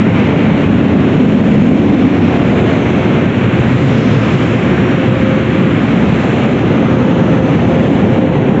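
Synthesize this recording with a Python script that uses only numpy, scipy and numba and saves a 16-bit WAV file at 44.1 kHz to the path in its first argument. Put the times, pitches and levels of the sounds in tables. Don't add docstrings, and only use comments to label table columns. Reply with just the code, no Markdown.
import sys
import numpy as np
from scipy import signal
from scipy.fft import rfft, irfft, next_fast_len
from scipy.io import wavfile
from scipy.ndimage import uniform_filter1d, minimum_filter1d
from numba import njit

SR = 44100
rng = np.random.default_rng(int(sys.argv[2]) if len(sys.argv) > 2 else 0)


def nominal_scale(level):
    x = np.asarray(level, float) / 20
    return 10 ** x


def transcribe(signal):
    frames = np.atleast_2d(signal).T
    limited = np.clip(frames, -1, 1)
    pcm = np.round(limited * 32767).astype(np.int16)
    wavfile.write(sys.argv[1], SR, pcm)


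N = 379260

# [t/s, jets heard through the side glass level/dB,
# nearness of a door seal level/dB, nearness of the roof level/dB]
PHONE = [(0, 0, -2.5, -3.5), (.3, 1, -0.5, 2.5), (.65, -1, 0, -2), (1.2, -2, 2, -1), (1.8, -3.5, 4.5, 0.5),
         (2.1, -1, 2, 1), (2.5, 1, 1.5, 0.5), (3, 0, 1, 0), (3.5, 1.5, -1.5, -2), (3.95, .5, 4.5, -3.5),
         (4.4, 1.5, 3, -2.5), (4.8, 2, -3, -3), (5.7, 1.5, -2, -4), (6.3, 1, 1, 2), (6.62, -1, 1.5, -0.5),
         (7.2, -1, 1, 1), (7.8, -1, 0.5, 3.5), (8.6, -2.5, -3.5, 2.5)]
# [f/Hz, share dB/dB]
GLASS_SHARE = [(100, -0.068), (260, -0.7), (400, -0.077), (800, 0.35), (1300, .9), (2500, 0.86),
               (6000, 0.93)]
# [f/Hz, share dB/dB]
ROOF_SHARE = [(100, .05), (200, .1), (330, .4), (480, 0.59), (750, 1), (1200, .1)]
# [f/Hz, share dB/dB]
SEAL_SHARE = [(2000, 0.05), (3000, 0.16), (3800, .5), (4600, 0.61)]
# [f/Hz, level/dB]
REAR_BOOM = [(110, 0.5), (160, 1), (220, 4), (290, 0), (360, 1), (450, 1.7)]
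# [t/s, level/dB]
LULLS = [(.12, -5), (.2, 3.5), (.35, -4.5), (.95, -4.5), (1.32, -1.5), (1.7, 0.5), (1.85, -4), (2.2, -3),
         (2.55, -3.5), (2.63, -6.5), (3.2, -1.5), (4.36, 0), (6.25, 1.5), (6.64, -3.5), (7.42, -4.5),
         (7.9, -2.5)]
# [f/Hz, level/dB per Hz]
RUSH_COLOUR = [(12, -42.5), (36, -36.5), (62, -15), (100, -3.5), (180, -1), (270, -2), (320, -7),
               (470, -11), (820, -19.5), (930, -22), (2300, -26), (2700, -28), (3300, -33.5), (4200, -43),
               (4900, -60)]
# [f/Hz, width/Hz]
CABIN_MODES = [(127, 34), (165, 34), (212, 28), (250, 22), (288, 20), (355, 40)]
# [f/Hz, t/s, length/s, level/dB]
PEAKS_MET = [(212, 0.63, 0.48, -14.5), (212, 1.46, 0.53, -12.5), (212, 5.77, 0.44, -21),
             (212, 2.53, 0.14, -19), (250, 2.47, 0.17, -20), (355, 1.05, 0.15, -19.5),
             (355, 1.78, 0.16, -20), (250, 1.2, 0.35, -13.5), (250, 1.6, .2, -17.5), (250, 1.95, 0.49, -15),
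             (250, 6.6, 1, -24), (287, 0.13, .4, -19), (287, 0.76, 0.35, -15.5), (287, 1.2, 0.45, -18),
             (287, 1.88, 0.23, -13), (287, 2.14, 0.41, -15.5), (250, 1.8, .25, -21), (165, 1.75, 0.39, -18),
             (287, 6.9, 0.33, -23), (287, 2.9, 0.4, -24.5), (287, 5.5, 0.37, -27.5), (287, 12, 0.72, -30),
             (212, 4.26, 0.21, -25), (212, 5.25, 0.25, -20), (355, 5.7, 0.49, -23.5), (165, 1.2, 1, -25),
             (165, 4.4, 0.48, -25), (165, 7.35, 0.33, -15.5), (165, 8.4, 0.49, -19.5),
             (126, 3.6, 0.61, -16.5), (126, 4.19, 0.51, -16.5), (126, 8.4, 0.35, -31),
             (126, 6.95, 0.28, -19.5), (126, 8.6, 0.33, -29), (355, 2.5, 0.65, -22),
             (355, 3.3, 0.82, -24.5), (355, 4.94, .7, -20.5), (355, 7.95, 0.62, -27.5)]
# [f/Hz, level/dB per Hz]
SEAL_COLOUR = [(3500, -23.5), (4700, -1.5), (5700, 0.5), (6200, 1.5), (6600, 0), (7300, -0.5), (7650, -4),
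               (7950, -21.5), (8250, -24.5), (8400, -34), (8500, -46.5)]
# [f/Hz, level/dB]
FANS = [
    (525.5, .5),
    (523.5, -19),
    (513, -19),
]
# [multiple of blade rate, level/dB]
OVERTONES = [(2, -49), (3, -51)]
# [t/s, length/s, level/dB]
TONE_MET = [(2.1, .2, -30), (2.55, .1, -30), (3.9, .25, -28), (4.25, .1, -29), (4.75, .35, -30),
            (5.12, .16, -25), (5.28, .2, -22), (5.64, .1, -27), (6.35, .1, -29), (6.78, .1, -28),
            (7.08, .2, -24.5), (7.33, .24, -22), (7.76, .1, -20), (8.28, .19, -20)]
# [f/Hz, width/Hz, swells [t/s, length/s, level/dB]]
PANES = [
    (2210, 520, [(.25, 0.55, -30), (1.9, 0.97, -36.5), (2.95, 0.81, -34), (4.5, 1, -37), (5.85, 0.66, -36), (8, 0.24, -42)]),
    (1270, 370, [(4.3, 0.43, -36.5), (7.1, .6, -31.5)]),
    (900, 240, [(.2, 0.57, -32.5), (2.9, .7, -35.5), (7, 0.36, -32.5), (8.3, .6, -34.5)]),
]
# [f/Hz, t/s, length/s, level/dB]
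WHISTLES = [
    (6150, 7.3, 1.4, -57),
    (6760, 7.15, .4, -56),
    (5350, 4.4, .6, -60.5),
    (7400, 6.22, .25, -57),
]


def curves(table):
    s, *columns = np.transpose(table)
    return np.array([np.interp(np.arange(N) / SR, s, c) for c in columns])


def share(table, hz):
    points, values = np.transpose(table)
    return np.interp(np.log(hz), np.log(points), values)


def bumps(times_s, lengths_s, sizes):
    t = np.arange(0, N + 64, 64) / SR
    total = sum(g * .5 ** ((2 * (t - s) / w) ** 2) for s, w, g in np.broadcast(times_s, lengths_s, sizes))
    return np.interp(np.arange(N) / SR, t, total)


def met(rows, rest_db):
    s, length_s, db = np.transpose(rows)
    return np.sqrt(nominal_scale(2 * rest_db) + bumps(s, length_s, nominal_scale(2 * db)))


def turning():
    controls = curves(PHONE)
    return controls - controls.mean(axis=1, keepdims=True)


def walk(rate, size=32):
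    k, steps = int(SR / size / rate), N // size + 2
    draws = rng.standard_normal(N // 100)[:steps // k + 1]
    held = np.repeat(draws, k)[:steps]
    slow = uniform_filter1d(uniform_filter1d(held, k), k)
    return 1.283 * np.interp(np.arange(N) / size, np.arange(steps), slow)


def bands(colour, per_octave):
    size = next_fast_len(N)
    hz = np.arange(1, size // 2 + 2) * SR / size
    points, points_db = np.transpose(colour)
    db = np.interp(np.log(hz), np.log(points), points_db, right=-150)
    spectrum = rfft(rng.standard_normal(size)) * nominal_scale(db)
    spectrum = spectrum / np.std(irfft(spectrum, size))
    place = np.clip(per_octave * np.log2(hz / points[0]), 0, None)
    for k in range(int(per_octave * np.log2(points[-1] / points[0])) + 2):
        triangle = np.clip(1 - np.abs(place - k), 0, 1)
        yield points[0] * 2 ** (k / per_octave), irfft(spectrum * triangle, size)[:N]


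def ring(hz, width_hz, steady_s=0.13):
    mode = signal.iirpeak(hz, hz / width_hz, fs=SR)
    sound = signal.lfilter(*mode, signal.lfilter(*mode, rng.standard_normal(N)))
    k = int(steady_s * SR)
    power = uniform_filter1d(uniform_filter1d(sound ** 2, k), k)
    return sound / np.sqrt(power + 1e-12)


def rush(flutter, rush_db=-11.0, flutter_db=0.41, own_db=0.5, drum_db=1.22):
    glass, seal, roof = turning()
    rear = bumps(1.2, 1.8, 1)
    out = 0
    for hz, noise in bands(RUSH_COLOUR, per_octave=3):
        exposed = np.clip(hz / 1500.0, .15, 1)
        turn = share(GLASS_SHARE, hz) * glass + share(ROOF_SHARE, hz) * roof
        turn = turn + share(SEAL_SHARE, hz) * seal + share(REAR_BOOM, hz) * rear
        drumming = (1 - exposed) * drum_db * walk(3.4)
        gusts = exposed * (flutter_db * flutter + own_db * walk(14.))
        out = out + noise * nominal_scale(turn + drumming + gusts)
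    return out * nominal_scale(rush_db)


def cabin(rest_db=-35.5):
    out, waves_hz = 0, np.transpose(CABIN_MODES)[0]
    for hz, width_hz in CABIN_MODES:
        rows = [row[1:] for row in PEAKS_MET if waves_hz[np.argmin(np.abs(waves_hz - row[0]))] == hz]
        out = out + ring(hz, width_hz) * met(rows, rest_db)
    return out


def seals(flutter, hiss_db=-49.5, flutter_db=0.3, patch_db=1.6):
    (glass, seal, _), out = turning(), 0
    for hz, noise in bands(SEAL_COLOUR, per_octave=6):
        nearness = np.interp(hz, [5000, 7000], [1.2, .7]) * seal
        out = out + noise * nominal_scale(nearness + patch_db * walk(4.) + 0.72 * walk(14.))
    return out * nominal_scale(hiss_db + 0.95 * glass + flutter_db * flutter)


def blades(wander_hz=1.1, flicker_db=1.1, overtone_flicker_db=3.0):
    out, tone = 0, met(TONE_MET, rest_db=-38)
    for hz, db in FANS:
        phase = 2 * np.pi * (np.cumsum(hz + wander_hz * walk(5.)) / SR + rng.random())
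        overtones = 0
        for k, level_db in OVERTONES:
            overtones = overtones + nominal_scale(level_db + overtone_flicker_db * walk(3.3)) * np.sin(k * phase)
        fundamental = tone * nominal_scale(flicker_db * walk(20.)) * np.sin(phase)
        out = out + np.sqrt(2) * nominal_scale(db) * (fundamental + overtones)
    return out


def panes():
    return sum(ring(hz, width_hz) * met(rows, rest_db=-60.5) for hz, width_hz, rows in PANES)


def whistles(width_hz=300):
    return sum(ring(hz, width_hz) * bumps(s, length_s, nominal_scale(db)) for hz, s, length_s, db in WHISTLES)


@njit
def recover(need, step):
    gain, g = np.empty(len(need)), 1.
    for i in range(len(need)):
        g = min(need[i], g + (1 - g) * step)
        gain[i] = g
    return gain


def scene(lull_length_s=0.043, mic_gain_db=1.52):
    lull_s, lull_db = np.transpose(LULLS)
    flutter = walk(18.) + 1.6 * bumps(lull_s, lull_length_s, lull_db)
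    air = rush(flutter) + cabin() + seals(flutter)
    tones = blades() + panes() * nominal_scale(.5 * flutter) + whistles()
    return nominal_scale(mic_gain_db) * (air + tones)[None]


def roll_off(x):
    return signal.sosfilt(signal.butter(12, 8500, fs=SR, output="sos"), x)


def record(dry, ceiling=.89, attack_ms=2.0, release_ms=41.0, top_hz=8350):
    k = max(int(attack_ms * SR / 1000), 3)
    need = np.minimum(1, ceiling / (np.abs(dry[0]) + 1e-9))
    ducked = recover(minimum_filter1d(need, k + 2), 1000 / (release_ms * SR))
    gain = uniform_filter1d(ducked, k)
    top = signal.ellip(10, .005, 50, top_hz, fs=SR, output="sos")
    return roll_off(signal.sosfiltfilt(top, dry * gain))


dry = scene()
out = record(dry)
transcribe(out)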